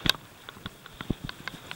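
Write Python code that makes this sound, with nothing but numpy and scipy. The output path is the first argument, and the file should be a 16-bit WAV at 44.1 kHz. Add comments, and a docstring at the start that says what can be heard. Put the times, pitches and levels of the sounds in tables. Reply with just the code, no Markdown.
"""A loose hard part knocks and clacks on a mountain bike rolling down a dirt woodland trail.
Heard from the rider's chest, the hardest hit overloads the microphone, and jolts arrive as dull thuds.
Under them the tyres rumble and crunch over grit, the chain and hub whirr, a bit of metal pings,
and the electronics whine faintly."""
import sys
import numpy as np
from scipy import signal
from scipy.io import wavfile

SR = 44100
rng = np.random.default_rng(int(sys.argv[2]) if len(sys.argv) > 2 else 0)


def bounce(signal):
    """Save signal as a 16-bit WAV file at the path given by the first command-line argument."""
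    frames = np.transpose(np.atleast_2d(signal))
    limited = np.clip(frames, -1, 1)
    pcm = np.round(limited * 32767).astype(np.int16)
    wavfile.write(sys.argv[1], SR, pcm)


N = 77175
TIME = np.arange(N) / SR

# The loose part's modes, the tones it rings with. Each row: pitch in Hz, width in Hz, level in dB.
# A wider mode dies away sooner.
LOOSE_PART_MODES = [(401, 48, -4), (774, 140, -9.5), (1096, 69, -5), (1437, 120, 1.5), (2100, 460, -13),
                    (2800, 100, -9.5), (3300, 287, -2), (3530, 270, 0.5), (3810, 160, -4.5)]
# How loudly the tyres crunch. Each row: time in seconds, level in dB.
CRUNCH_LEVEL = [(0, -45), (.035, -54), (.07, -40), (.12, -47.5), (.18, -56), (.35, -54), (.42, -53),
                (.52, -55), (.57, -53.5), (.63, -53), (.8, -55.5), (.92, -54), (1.04, -51.5), (1.13, -50.5),
                (1.2, -53.5), (1.4, -52.5), (1.5, -53), (1.54, -48), (1.61, -53), (1.66, -48),
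                (1.75, -53.5)]


def knocks():
    """Bumps in the trail make the loose part knock and ring."""
    # Each row: start in seconds, level in dB, treble limit of the hit in Hz, pitch multiplier,
    # then boosts in dB for the middle and upper modes.
    hits = [(0.005, -2, 1600, 0.77, 0, 2), (0.0601, 11, 4300, 0.98, 12, 6.5),
            (0.0659, 4.5, 3970, 1.28, 0, -2), (0.1450, 10, 1520, 0.82, -4, 11),
            (0.212, -14.5, 4000, 1.0, 6, 5), (0.4877, 6, 4070, 1.0, -11, -0.5),
            (0.567, -4.5, 1700, 0.73, 0, -5), (0.583, -7, 2000, 0.93, 3, 4),
            (0.659, 7.5, 5600, 1.01, -4, 1), (0.8603, 2.5, 4100, 1.02, -10, -2.5),
            (1.0072, 10, 4340, 0.96, 4.5, -5), (1.1045, 1, 1310, 0.75, -6, 0)]
    # The centres of the lower, middle and upper modes, in Hz.
    groups_hz = [1650, 2170, 3130]
    return strikes(hits, LOOSE_PART_MODES, groups_hz, bounce_s=0.00205, bounce_share=0.18)


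def clacks():
    """The loose part hits a hard stop and rings more brightly."""
    # Each row: start in seconds, level in dB, treble limit of the hit in Hz, pitch multiplier,
    # then boosts in dB for the low middle, high middle, upper and top modes.
    hits = [(0.0947, 21, 9000, 0.987, -5.5, 5, 10, 6.5), (1.2927, 8, 5270, 0.96, -6, -2.5, 1, -3.5),
            (1.4753, 10, 6300, 0.99, 4, -5, -4.5, -7.5), (1.7134, 6, 5000, 0.92, -1, 6.5, 1, -9)]
    # The tones of a clack. Each row: pitch in Hz, width in Hz, level in dB.
    modes = [(380, 155, -13), (821, 68, -4.5), (1057, 62, -2.5), (1563, 162, 3), (2172, 106, -4),
             (2597, 203, -5), (3218, 250, -3), (3778, 208, -1.5), (4644, 158, 1), (5830, 560, -12),
             (6370, 200, -13)]
    # The centres of the lower, low middle, high middle, upper and top modes, in Hz.
    groups_hz = [1600, 2120, 2620, 3780, 4570]
    return strikes(hits, modes, groups_hz, bounce_s=0.00187, bounce_share=0.36)


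def strikes(hits, modes, groups_hz, bounce_s, bounce_share):
    """Each hit rings the part, bounces once, and leaves the bike's frame ringing faintly."""
    # The tones of the frame. Each row: pitch in Hz, width in Hz, level in dB.
    frame_modes = [(1107, 25, -5), (1305, 50, -6), (3200, 26, -30), (3630, 24, -25), (4060, 37, -29)]
    out = np.zeros(N)
    for start, db, treble_hz, tuning, *boosts_db in hits:
        push = from_db(db) * soft_click(treble_hz, order=6)
        part = from_db(-28) * push  # the bare crack of the hit
        for k, (hz, width_hz, mode_db) in enumerate(modes):
            boost_db = np.interp(hz, groups_hz, [0, *boosts_db])
            sign = (-1) ** k  # neighbouring modes swing opposite ways
            part += sign * resonate(push, hz * tuning, width_hz, mode_db + boost_db)
        frame = sum(resonate(push, *mode) for mode in frame_modes)
        out += place(part + frame, start)
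        out += bounce_share * place(part, start + bounce_s)
    return out


def echoes(sound):
    """The bike and the ground throw the sound back as a very short blur."""
    fade_s = 0.03  # time to fall by 60 dB
    tail = rng.standard_normal(N) * from_db(-60 * TIME / fade_s)
    tail /= np.linalg.norm(tail)
    return from_db(-20.5) * signal.fftconvolve(sound, tail)[:N]


def jolts():
    """Soft pushes through the suspension make short, low thuds and a deep sway."""
    # Each row: start in seconds, level in dB, treble limit of the push in Hz, boost of the sway in dB.
    pushes = [(0.0500, 13, 168, 0), (0.0563, 10, 397, -11), (0.0627, 19, 360, 5.5), (0.151, 4, 230, -6),
              (0.570, -4.5, 450, -14), (0.6564, 9, 226, 6), (0.6666, 9, 197, 4), (0.939, -3, 130, 11),
              (1.0095, 9, 300, -18), (1.053, -1.5, 300, -11), (1.098, 4, 594, -2), (1.1061, 23, 356, 2.5),
              (1.241, 6, 282, -9), (1.2478, 15.5, 200, 1), (1.273, 6.5, 130, 5), (1.404, 3, 280, -4),
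              (1.539, 4, 283, 1), (1.546, 3, 302, -1)]
    # The tones of a thud. Each row: pitch in Hz, width in Hz, level in dB.
    thud_modes = [(139, 108, -0.5), (234, 276, -7.5), (450, 440, -7)]
    # The deep sway: pitch in Hz, width in Hz, level in dB.
    sway_mode = (38, 33.5, 0)
    pull_s, pull_share = 0.0019, 0.5  # a jolt pulls the other way just before it lands
    out = np.zeros(N)
    for start, db, treble_hz, sway_db in pushes:
        push = from_db(db) * soft_click(treble_hz, order=3)
        thud = sum(resonate(push, *mode) for mode in thud_modes)
        sway = from_db(sway_db) * resonate(push, *sway_mode)
        out += place(thud + sway, start)
        out -= pull_share * place(thud, start - pull_s)
    return out


def grit():
    """Small stones tick at random and rattle the loose part, louder when the tyres crunch louder."""
    ticks_per_s, above_crunch_db, spread_db = 59, 27.5, 3
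    sizes = from_db(above_crunch_db + spread_db * np.minimum(rng.exponential(1, N), 3))
    is_tick = rng.random(N) < ticks_per_s / SR
    ticks = is_tick * sizes * level(CRUNCH_LEVEL)
    return sum(resonate(ticks * rng.standard_normal(N), *mode) for mode in LOOSE_PART_MODES)


def rolling():
    """Tyres and wind rumble, dirt crunches, fine grit hisses, and the air adds a steady hiss."""
    # How loud the rumble and the grit's hiss are. Each row: time in seconds, level in dB.
    rumble_level = [(0, -45.5), (.05, -45.5), (.12, -49), (.19, -52), (.35, -56), (.6, -51.5), (.8, -54),
                    (.95, -55), (1.08, -48), (1.2, -52), (1.45, -53), (1.56, -49), (1.61, -54.5),
                    (1.66, -46.5), (1.75, -52)]
    hiss_level = [(0, -68), (.09, -59), (.18, -66.5), (.29, -62), (.35, -66), (.42, -62), (.5, -68),
                  (.55, -61), (.64, -67.5), (.72, -59.5), (.85, -67.5), (1.02, -61), (1.17, -64.5),
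                  (1.38, -60), (1.49, -64), (1.54, -55), (1.61, -64.5), (1.75, -55)]
    # The tone colour of each noise. Each row: frequency in Hz, relative strength there in dB.
    rumble_colour = [(25, 0.5), (60, -10.5), (95, -1), (145, 2.5), (220, -5), (360, -6), (600, -12),
                     (1200, -45)]
    crunch_colour = [(300, -12), (600, -1), (1050, -0.5), (1550, -0.5), (2000, -6.5), (2700, -3),
                     (3000, -10.5), (3550, -5.5), (4300, -18), (6000, -16.5)]
    hiss_colour = [(2500, -33), (4500, 3), (6200, -5), (7600, 4.5), (10000, -6.5), (13000, -5),
                   (16000, -39)]
    rumble = level(rumble_level) * flickering_noise(rumble_colour, flicker_db=1.4, flicker_hz=14)
    crunch = level(CRUNCH_LEVEL) * flickering_noise(crunch_colour, flicker_db=1.28, flicker_hz=24)
    hiss = level(hiss_level) * flickering_noise(hiss_colour, flicker_db=1.0, flicker_hz=39)
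    air = from_db(-61.5) * rng.standard_normal(N)
    return rumble + crunch + hiss + air


def whirr():
    """Countless tiny touches in the chain and hub keep a few tones ringing."""
    # How loud the whirr is. Each row: time in seconds, level in dB.
    whirr_level = [(0, -54), (.04, -54), (.09, -43), (.13, -49), (.19, -61), (.36, -78), (.41, -50),
                   (.46, -68), (.6, -75), (.73, -62), (.8, -66.5), (.95, -58), (1.03, -47.5), (1.07, -61.5),
                   (1.1, -48.5), (1.17, -57), (1.38, -56.5), (1.5, -54), (1.54, -53), (1.61, -57.5),
                   (1.75, -52)]
    # Its tones. Each row: pitch in Hz, width in Hz, relative level in dB.
    modes = [(3305, 160, -0.1), (3575, 91, 0.18), (3770, 62, -1)]
    touches = rng.standard_normal(N) * from_db(3.2 * drift(100))
    ringing = np.zeros(N)
    for k, (hz, width_hz, db) in enumerate(modes):
        tone = resonate(touches, hz, width_hz, db)
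        ringing += (-1) ** k * resonate(tone, hz, 4 * width_hz, 0)  # trims noise far from the pitch
    return level(whirr_level) * rms_one(ringing)


def pings():
    """Light touches ring a small, high-pitched piece of metal."""
    # Each row: start in seconds, level in dB.
    touches = [(1.456, -10), (1.668, -7.5)]
    # The metal's tone: pitch in Hz, width in Hz, level in dB.
    mode = (7100, 110, 0)
    ping = resonate(click(), *mode)
    return sum(place(from_db(db) * ping, start) for start, db in touches)


def whine():
    """The electronics give off thin, quickly pulsing tones."""
    # Each row: pitch in Hz, level before pulsing in dB, depth of the pulsing from 0 to 1.
    tones = [(13420, -74, .3), (15625, -68, 1.0)]
    pulse_hz, wander_hz = 50, 4.3
    pulse = np.cos(2 * np.pi * pulse_hz * TIME)
    out = np.zeros(N)
    for hz, db, depth in tones:
        pitch_hz = hz + wander_hz * drift(11)
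        tone = np.sqrt(2) * np.sin(2 * np.pi * np.cumsum(pitch_hz) / SR)
        out += from_db(db) * (1 + depth * pulse) * tone
    return out


def flickering_noise(colour, flicker_db, flicker_hz):
    """Bands of noise, three to an octave, that flicker partly together and partly alone."""
    hz, db = np.transpose(colour)
    edges_hz = 22 * 2 ** (np.arange(30) / 3)
    together = drift(flicker_hz)
    white = rng.standard_normal((2, N))
    out = np.zeros(N)
    for k, (low, high) in enumerate(zip(edges_hz, edges_hz[1:])):
        band_pass = signal.butter(2, [low, high], "band", fs=SR, output="sos")
        band = signal.sosfilt(band_pass, white[k % 2])
        # Bands well outside the colour's range are 20 dB quieter.
        below_db = db[0] - 20 * (hz[0] > 2 * high)
        above_db = db[-1] - 20 * (low > hz[-1])
        band_db = np.interp(np.log(low * high) / 2, np.log(hz), db, left=below_db, right=above_db)
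        out += band * from_db(band_db + flicker_db * (together + drift(flicker_hz)))
    return rms_one(out)


def drift(rate_hz):
    """A smooth random wander, typically of size 1."""
    r = np.exp(-2 * np.pi * rate_hz / SR)
    wander = signal.lfilter([1], [1, -2 * r, r * r], rng.standard_normal(2 * N))
    return rms_one(wander[N:])


def resonate(x, hz, width_hz, db):
    """Let a sound ring one mode; db is the gain at the mode's pitch."""
    r = np.exp(-np.pi * width_hz / SR)
    feedback = [1, -2 * r * np.cos(2 * np.pi * hz / SR), r * r]
    return from_db(db) * (1 - r * r) / 2 * signal.lfilter([1, 0, -1], feedback, x + 1e-18)


def click():
    """A one-sample click, followed by silence to ring out in."""
    return signal.unit_impulse(8192)


def soft_click(treble_hz, order):
    """A click with its treble cut; a higher order cuts more steeply."""
    return signal.sosfilt(signal.butter(order, treble_hz, fs=SR, output="sos"), click())


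def place(x, start_s):
    """Put a sound into a silent track at the given time."""
    return np.concatenate([np.zeros(max(int(start_s * SR), 0)), x, np.zeros(N)])[:N]


def level(curve):
    """Join points of seconds and dB into a gain that changes over time."""
    return from_db(np.interp(TIME, *np.transpose(curve)))


def from_db(db):
    """Turn decibels into a gain to multiply by."""
    return 10 ** (np.asarray(db) / 20)


def rms_one(x):
    """Scale a sound so that its average strength (rms) is 1."""
    return x / np.sqrt(np.mean(x ** 2) + 1e-20)


def scene():
    """Knocks, clacks and thuds over the rolling noise, in one channel."""
    rattle = knocks() + clacks()
    mix = rattle + echoes(rattle) + jolts() + pings() + grit() + whirr() + rolling() + whine()
    return mix[None]


def record(dry):
    """The microphone overloads on the hardest hit, and the highest treble is cut."""
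    ceiling, treble_hz = 0.52, 16100
    squashed = ceiling * np.tanh(dry / ceiling)
    low_pass = signal.firwin(255, treble_hz, fs=SR, window="blackman")
    return signal.fftconvolve(squashed, low_pass[None], mode="same")


dry = scene()
out = record(dry)
bounce(out)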